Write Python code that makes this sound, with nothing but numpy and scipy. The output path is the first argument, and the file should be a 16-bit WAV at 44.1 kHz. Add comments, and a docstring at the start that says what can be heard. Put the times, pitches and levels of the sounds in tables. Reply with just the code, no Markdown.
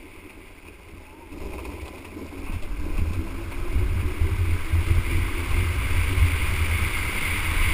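"""A street luge in a bend, heard from a camera on the rider: the wheels hiss, and one sings faintly.
The wheels then judder in a sideways slide, and the wind strikes the camera as it turns out of shelter.
On the straight the wheel hum climbs in pitch, and stone crackle and wind grow with speed;
bumps make the board ring and thump.
Noise, random tiny blows and sine tones are shaped by resonances; a thin fizz is added at the end."""
import sys
import numpy as np
from scipy.fft import rfft, irfft, next_fast_len
from scipy.io import wavfile
from scipy.ndimage import map_coordinates

SR = 44100
rng = np.random.default_rng(int(sys.argv[2]) if len(sys.argv) > 2 else 0)


def persist_wave(psi):
    """Save psi, clipped to +-1, as 16-bit WAV."""
    counts = np.round(np.clip(psi, -1, 1) * 32767).astype(np.int16)
    wavfile.write(sys.argv[1], SR, np.atleast_2d(counts).T)


N = 340893
TIME = np.arange(N) / SR  # seconds

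# colour of the stone chips' mid roar: f/Hz, relative level/dB
TREAD = [(90, -17), (150, 1), (220, 4.5), (280, -5), (380, 7.5), (480, 2), (600, 3.5), (700, -3.5),
         (860, 0), (950, -3), (1020, 5.5), (1100, -6.5), (1220, -7.5), (1400, -13), (1750, -21),
         (5800, -25.5)]
# colour of their bright crackle: f/Hz, relative level/dB
CHIPS = [(700, -22), (1800, -10), (2150, -27), (2400, 9.5), (2560, 9.5), (2740, 0.5), (2850, 1.5),
         (3030, -36), (3160, 1), (3420, -60), (3650, -14.5), (4100, -19), (5300, -10.5), (5900, -23)]
# colour of the fine sand ground in the turn: f/Hz, relative level/dB
SAND = [(2600, -26), (3600, 1), (5400, 2.5), (5900, -8)]
# resonance that the wheel hum passes through: f/Hz, relative level/dB
HUM = [(100, -45), (190, -13), (240, -17.5), (275, -2), (305, -7), (345, -2.5), (385, -9.5), (430, -23),
       (520, -14.5), (800, -38), (2000, -90)]
# colour of the growl of larger stones: f/Hz, relative level/dB
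GROWL = [(100, -52), (190, -19), (240, -8.5), (275, 5), (330, 6.5), (385, 1.5), (440, -4), (500, -15),
         (800, -32), (2000, -90)]
# stretches of asphalt: t/s at the crossing, coarseness/dB
ASPHALT = [(0, -9), (.4, -10.5), (1.31, -1), (1.85, -2), (2.2, 1.5), (2.46, -4), (2.78, 1.5), (3.3, 2),
           (4.3, -1.5), (4.75, 2), (5.25, .5), (6.4, -1)]
# hiss of the wheels scrubbing through the turn: t/s, level/dB
TURN_HISS = [(0, -52), (1.2, -58.5), (1.55, -50.5), (2.7, -54), (4, -73)]
# a wheel sings briefly in the bend: t/s, f/Hz, relative level/dB
SQUEAL = [(.98, 850, -66), (1.05, 858, -54), (1.12, 880, -52), (1.165, 936, -55), (1.205, 947, -53),
          (1.25, 890, -50), (1.32, 830, -56), (1.38, 810, -80)]
# the wheels judder as they slide on rough asphalt: t/s, f/Hz, relative level/dB
JUDDER = [(1.3, 61.1, -75), (1.42, 61.5, -38), (1.58, 66, -38), (1.74, 64.8, -34.5), (1.86, 69.7, -42),
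          (1.98, 68, -75)]
# loose grit and seams: start t/s, relative level/dB, time to fall 20 dB/s, snap against flurry/dB
SCRUNCHES = [(0.148, -47.5, 0.24, -22), (0.296, -42, .03, -1), (0.649, -41.5, .06, -16),
             (1.41, -38, 0.026, -23), (1.532, -31, 0.023, -18), (1.578, -27.5, 0.025, -17),
             (1.65, -27, 0.013, -1.5), (1.814, -41, 0.018, 8), (1.851, -34, 0.02, -1),
             (1.878, -29, 0.0085, 5), (1.974, -38.5, 0.044, -4), (2.043, -32.5, 0.032, -6),
             (2.459, -35, 0.099, -16), (2.52, -36, 0.06, -5), (2.62, -41, 0.04, 4.5),
             (2.972, -31, 0.037, -8), (3.13, -36.5, 0.029, 5), (3.518, -26.5, 0.019, -8),
             (4.378, -41, 0.018, -1), (4.862, -37, .05, 5), (5.171, -38, .03, 5), (5.499, -34.5, 0.17, -3)]
# colours of the cracks and of the sharper snaps: f/Hz, relative level/dB
CRACK = [(200, -25), (600, -6), (1050, 6), (1700, -13), (2550, 9), (3200, -22), (5900, -29)]
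SNAP = [(1500, -12), (3200, -3), (5900, -12.5)]
# hollow knocks at the edges of road patches: start t/s, relative level/dB, f/Hz, time to fall 60 dB/s
KNOCKS = [(1.311, -24.5, 296, 0.11), (2.622, -29.5, 604, 0.098)]
# bumps in the road: start t/s, strength/dB, relative level of the board's upper mode/dB
BUMPS = [(0.936, -45, 11), (2.497, -20.5, -1), (2.56, -13, -12), (2.986, -11, -8.5), (3.018, -11.5, -10),
         (3.107, -16, -5), (3.756, -6, -18), (3.956, -10.5, -11), (4.028, -8, -17), (4.213, -9.5, -21),
         (4.751, -25, -21), (4.91, -5, -39), (4.983, -7.5, -16), (5.127, -13, -17), (5.626, -9.5, -13),
         (6.206, -24, -15), (6.789, -13, -24)]
# uneven stretches that set the board shuddering: start t/s, length/s, level/dB
RIPPLES = [(0.915, .05, -38.5), (2.488, 0.06, -33), (2.97, 0.22, -28), (3.72, 0.348, -25.5),
           (4.2, .35, -24.5), (4.72, .08, -21.5), (4.862, .14, -22.5), (5.097, 0.13, -23.5),
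           (5.5, 1.35, -25.5), (6.17, 0.076, -17.5), (7.55, 0.14, -28)]
# resonances of the shuddering board: f/Hz, relative level/dB
BOARD = [(30, -55), (55, -1.5), (70, -8), (83, 8), (94, -0.5), (108, -13.5), (135, -25), (165, -28),
         (195, -24.5), (235, -35), (400, -41.5), (1200, -100)]
# colour of the wind's slow pushes: f/Hz, relative level/dB
BUFFET = [(4, 1), (11, 3.5), (30, 1.5), (50, -2), (80, -16.5), (120, -23), (200, -34), (500, -45),
          (1500, -100)]
# colour of the low air roar: f/Hz, relative level/dB
ROAR = [(90, 10), (140, 0.5), (190, 1), (245, -1), (400, -4), (520, -5.5), (720, -10), (900, -3.5),
        (1020, 2.5), (1150, 0.5), (1280, 1), (1420, -2.5), (1560, 1.5), (1830, -8.5), (2300, -8.5),
        (5000, -19.5)]
# camera housing resonances, lower part: f/Hz, relative level/dB
RUSH = [(900, -71), (1800, -15.5), (2060, -1.5), (2210, 1.5), (2450, -5.5), (2720, -11), (2860, -7.5)]
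# camera housing resonances, upper part: f/Hz, relative level/dB
HISS = [(3050, -16.5), (3450, -14.5), (3900, -22.5), (4350, -28.5), (4770, -19), (5150, -38), (5400, -31),
        (5900, -44.5)]
# gusts and lulls: middle t/s, length/s, change of buffeting level/dB
GUSTS = [(1.483, 0.35, 12.5), (2.98, 0.087, 10), (3.377, 0.5, -5), (3.788, 0.27, 5), (4.498, .1, 4),
         (5.136, 0.094, 7.5), (5.575, 0.098, 6), (5.76, 0.12, -11), (5.984, .2, 5), (6.55, .16, 0),
         (7.103, 0.89, -2.5), (7.63, 0.14, 9)]

# The pace is even in the bend, then heads towards a top speed.
BEND_SPIN_HZ, TOP_SPIN_HZ = 47.88, 150  # wheel turns per second
RELEASE_S, GATHER_S = 1.87, 7.25  # start of the speeding up, and its time constant
CRUISE_SPIN_HZ = 75  # the spin at which speed_db is 0
CROSSING_S = .04  # time to roll onto new asphalt
SLIDE_S, SLIDE_ATTACK_S, SLIDE_HOLD_S, SLIDE_RELEASE_S = 1.323, 0.094, 0.21, 0.68
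STRAIGHT_S, STRAIGHTENING_S = 3.3, 1.5  # when the turn starts to ease, and how long that takes

# Base levels in dB; a coarse share is the part of the coarseness that a layer follows.
TREAD_DB, TREAD_COARSE_SHARE, TREAD_SLIDE_DB, TREAD_TURN_DB = -49, 0.73, 5, 2
CHIPS_DB, CHIPS_COARSE_SHARE, CHIPS_SPEED_POWER, CHIPS_SLIDE_DB = -52, 0.34, 1.1, 4
SAND_DB, HUM_DB = -63, -41
RUMBLE_DB, RUMBLE_COARSE_SHARE, RUMBLE_SPEED_POWER = -36.5, 0.71, 2.15
SHUDDER_ATTACK_S, SHUDDER_T60_S = 0.012, 0.16  # t60: time to fall 60 dB
SCRUNCH_ATTACK_S = .007
BUFFET_DB, SHELTER_DB = -28, -20.5  # buffeting in the open, and its change in shelter
EXPOSED_S, EXPOSING_S = 2.24, 0.3  # when the camera turns into the wind, and how long that takes
ROAR_DB, ROAR_SPEED_POWER = -40.5, 3.15
RUSH_DB, RUSH_SPEED_POWER = -43.5, 4.93
GUST_RUSH_SHARE = 0.19  # part of a gust's dB that reaches the bright rush
HOLD_HZ, TOP_HZ = 12000, 15330  # rate of the camera's held samples, and top of its range


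def wheels():
    """Stone chips drum on the wheels: a mid roar and a bright crackle, with fine sand in the turn."""
    coarse_db, scrub = coarseness_db(), sliding()
    turning = np.clip(1 - (TIME - STRAIGHT_S) / STRAIGHTENING_S, 0, 1)
    tread_db = TREAD_DB + TREAD_COARSE_SHARE * coarse_db
    tread_db = tread_db + TREAD_SLIDE_DB * scrub + TREAD_TURN_DB * turning
    chips_db = CHIPS_DB + CHIPS_COARSE_SHARE * coarse_db
    chips_db = chips_db + CHIPS_SPEED_POWER * speed_db() + CHIPS_SLIDE_DB * scrub
    texture_db = 1.45 * wobble(45)  # rougher and smoother spots, shared by all three layers
    tread_gain = amp(tread_db + texture_db + 0.54 * wobble(60))
    tread = tread_gain * coloured(impacts(1600, spread_db=5), TREAD)
    chips_gain = amp(chips_db + texture_db + 3.0 * wobble(70))
    chips = chips_gain * coloured(impacts(1400, spread_db=6.5), CHIPS)
    sand_gain = turning * amp(SAND_DB + coarse_db + texture_db)
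    sand = sand_gain * coloured(impacts(700, spread_db=7), SAND)
    return tread + chips + sand


def hum():
    """Uneven wheels drone at multiples of their spin, which climb through a fixed resonance."""
    uneven_spin = spin_hz() * (1 + .014 * wobble(12))
    angle = 2 * np.pi * np.cumsum(uneven_spin) / SR
    tones = np.zeros(N)
    for k in range(2, 6):  # multiples of the spin
        tones += wobble(20) * np.cos(k * angle) + wobble(20) * np.sin(k * angle)
    clear_db = np.interp(TIME, [1.2, 2.8], [-6, 1.5])  # the tones stand out more after the bend
    growl = coloured(impacts(260, spread_db=4.5), GROWL)  # the larger stones
    drone_sound = steadied(amp(clear_db) * coloured(tones, HUM) + growl, span_s=0.22)
    fade_db = np.interp(TIME, [5.5, 7.5], [-.5, -3])  # the drone sinks a little late on
    return amp(HUM_DB + coarseness_db() + fade_db + 2.6 * wobble(14)) * drone_sound


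def scrubbing():
    """The wheels hiss through the turn, coloured by the same housing as the wind."""
    hiss_db, = curves(TURN_HISS)
    flutter_db = 1.6 * wobble(120) + 1.2 * wobble(30.9)
    return amp(hiss_db + flutter_db) * coloured(rng.standard_normal(N), RUSH + HISS)


def cornering():
    """Slipping wheels oscillate: one sings faintly in the bend, then the set judders sideways."""
    squeal = slip(SQUEAL, jitter=0.017, flutter_db=4.0)
    judder = slip(JUDDER, jitter=0.093, flutter_db=7.5)
    return amp(-0.5) * (squeal + judder)


def slip(track, jitter, flutter_db):
    """A slipping wheel oscillates unsteadily along a track of time, pitch and level."""
    pitch_hz, db = curves(track)
    phase = 2 * np.pi * np.cumsum(pitch_hz * (1 + jitter * wobble(150))) / SR
    return amp(db + flutter_db * wobble(45.3)) * np.sin(phase)


def scrunches():
    """Loose grit gives short flurries of cracks, each with some share of sharper snaps."""
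    flurry, snaps = np.zeros(N), np.zeros(N)
    for s, db, length, snap_db in SCRUNCHES:
        age = np.maximum(TIME - s, 0)
        burst = amp(db - 20 * age / length) * (1 - np.exp(-age / SCRUNCH_ATTACK_S))
        flurry += burst
        snaps += burst * amp(snap_db)
    stones = impacts(3000, spread_db=2.0)
    cracking = amp(-1.5) * flurry * coloured(stones, CRACK)
    snapping = amp(-4.5) * snaps * coloured(stones, SNAP)
    return cracking + snapping


def knocks():
    """The wheels drop off an edge and the chassis rings hollowly."""
    ring = np.zeros(N)
    for s, db, hz, t60 in KNOCKS:
        age = np.maximum(TIME - s, 0)
        envelope = amp(db - 60 * age / t60) * (1 - np.exp(-age / 0.013))
        ring += envelope * np.sin(2 * np.pi * hz * age)
    return ring


def board():
    """The loaded board shudders at its bending resonance; each bump shoves it and lets it ring."""
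    thumps = np.zeros(N + SR)  # with room for the last ring
    t = np.arange(SR // 3) / SR
    for s, db, upper_db in BUMPS:
        modes = [(78.6, -7.5, 0.043), (183, upper_db + 0.5, 0.033)]  # f/Hz, level/dB, t60/s
        ring = np.zeros(len(t))
        for hz, level, t60 in modes:
            ring += amp(level - 60 * t / t60) * np.sin(2 * np.pi * hz * t)
        ring *= 1 - np.exp(-t / 0.0012)  # soft start
        # hard bumps bottom out the bushings: the shove grows faster than the ring
        shove = amp(db) * np.sin(np.pi * np.minimum(t / .01, 1)) ** 2
        thumps[round(s * SR):][:len(t)] += amp(db) * (shove + ring)
    shudder = amp(shudder_db() + 0.42 * wobble(22)) * drone(BOARD, span_s=0.18)
    return shudder + thumps[:N]


def wind():
    """Slow eddies push on the camera; smaller ones roar past it and make its housing rush and flutter."""
    gust_db = sum(db * np.exp(-(2 * (TIME - s) / length) ** 2) for s, length, db in GUSTS)
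    sheltered = np.clip(1 - (TIME - EXPOSED_S) / EXPOSING_S, 0, 1)
    buffet_db = BUFFET_DB + SHELTER_DB * sheltered + gust_db
    buffet = amp(buffet_db) * drone(BUFFET, span_s=0.34)
    roar_db = ROAR_DB + ROAR_SPEED_POWER * speed_db() - 2.55 * sheltered
    roar_noise = amp(1.4 * wobble(170)) * rng.standard_normal(N)
    roar = amp(roar_db) * coloured(roar_noise, ROAR)
    rush_db = RUSH_DB + RUSH_SPEED_POWER * speed_db() + GUST_RUSH_SHARE * gust_db + 0.7 * wobble(14)
    eddies = amp(1.13 * wobble(170) + 0.51 * wobble(35))
    rush = amp(rush_db) * coloured(eddies * rng.standard_normal(N), RUSH + HISS)
    return buffet + roar + rush


def spin_hz():
    """Wheel turns per second: steady, then closing in on the top speed ever more slowly."""
    gathering = np.exp(-np.maximum(TIME - RELEASE_S, 0) / GATHER_S)
    return TOP_SPIN_HZ - (TOP_SPIN_HZ - BEND_SPIN_HZ) * gathering


def speed_db():
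    """Speed against the cruising speed, in dB."""
    return 20 * np.log10(spin_hz() / CRUISE_SPIN_HZ)


def coarseness_db():
    """Coarseness of the asphalt under the wheels, with a short ramp at each crossing."""
    starts, db = np.transpose(ASPHALT)
    coarse_db = db[0]
    for s, step in zip(starts[1:], np.diff(db)):
        coarse_db = coarse_db + step * np.clip((TIME - s) / CROSSING_S + .5, 0, 1)
    return coarse_db


def sliding():
    """How hard the wheels scrub sideways, 0 to 1."""
    corners = np.cumsum([SLIDE_S, SLIDE_ATTACK_S, SLIDE_HOLD_S, SLIDE_RELEASE_S])
    return np.interp(TIME, corners, [0, 1, 1, 0])


def shudder_db():
    """The board shakes harder with speed and coarseness; uneven stretches add their own power."""
    rumble_db = RUMBLE_DB + RUMBLE_COARSE_SHARE * coarseness_db() + RUMBLE_SPEED_POWER * speed_db()
    power = amp(rumble_db) ** 2
    for s, length, db in RIPPLES:
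        attack = np.clip((TIME - s) / SHUDDER_ATTACK_S, 0, 1)
        time_after = np.maximum(TIME - s - length, 0)
        power = power + (attack * amp(db - 60 * time_after / SHUDDER_T60_S)) ** 2
    return 10 * np.log10(power)


def impacts(per_second, spread_db):
    """Randomly timed tiny blows of uneven size, at rms 1."""
    hit = rng.random(N) < per_second / SR
    size = amp(spread_db * np.clip(rng.standard_normal(N), -2, 2))
    direction = np.sign(rng.standard_normal(N))
    return unit(hit * size * direction)


def drone(points, span_s):
    """Coloured noise of even loudness."""
    return steadied(coloured(rng.standard_normal(N), points), span_s)


def steadied(x, span_s):
    """x at rms 1, with its loudness evened out over times longer than about span_s."""
    power = filtered(unit(x) ** 2, lambda hz: np.exp(-(hz * span_s) ** 2))
    return unit(x / np.sqrt(np.abs(power) + 0.18))


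def coloured(x, points):
    """x through a body with the given response (f/Hz, level/dB), at rms 1."""
    f, db = np.transpose(points)
    return unit(filtered(x, lambda hz: amp(np.interp(np.log(hz + 1), np.log(f), db))))


def filtered(x, response):
    """x with each frequency scaled by response(hz)."""
    m = next_fast_len(N + 8192)  # padding keeps the end from wrapping onto the start
    return irfft(rfft(x, m) * response(np.fft.rfftfreq(m, 1 / SR)), m)[:N]


def wobble(rate):
    """A smooth random curve through rate random points a second."""
    return map_coordinates(rng.standard_normal(4096), [TIME * rate + 2], mode="wrap")


def curves(rows):
    """One value per sample for each column after the time."""
    s, *columns = np.transpose(rows)
    return [np.interp(TIME, s, column) for column in columns]


def unit(x):
    """Scale to rms 1."""
    return x / np.sqrt(np.mean(x ** 2) + 1e-20)


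def amp(db):
    """Decibels to gain."""
    return 10 ** (np.asarray(db) / 20)


def scene():
    """All sources reach one microphone, so both channels are the same."""
    wheel_sounds = wheels() + hum() + scrubbing() + cornering()
    road_sounds = scrunches() + knocks() + board()
    mono = wheel_sounds + road_sounds + wind()
    return np.array([mono, mono])


def record(dry):
    """The camera's held samples mirror the sound around the hold rate, heard as a thin fizz."""
    base = filtered(dry[0], lambda hz: np.interp(hz, [5400, 5900, 6500], [1, .4, 0]))
    mirrored = 2 * base * np.cos(2 * np.pi * HOLD_HZ * TIME)
    # holding weakens the mirror most close to the hold rate
    fizz = filtered(mirrored, lambda hz: (hz - HOLD_HZ) / np.maximum(hz, HOLD_HZ / 2))
    out = filtered(base + amp(.3) * fizz, lambda hz: np.clip((TOP_HZ - hz) / 100 + .5, 0, 1))
    return np.array([out, out])


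dry = scene()
out = record(dry)
persist_wave(out)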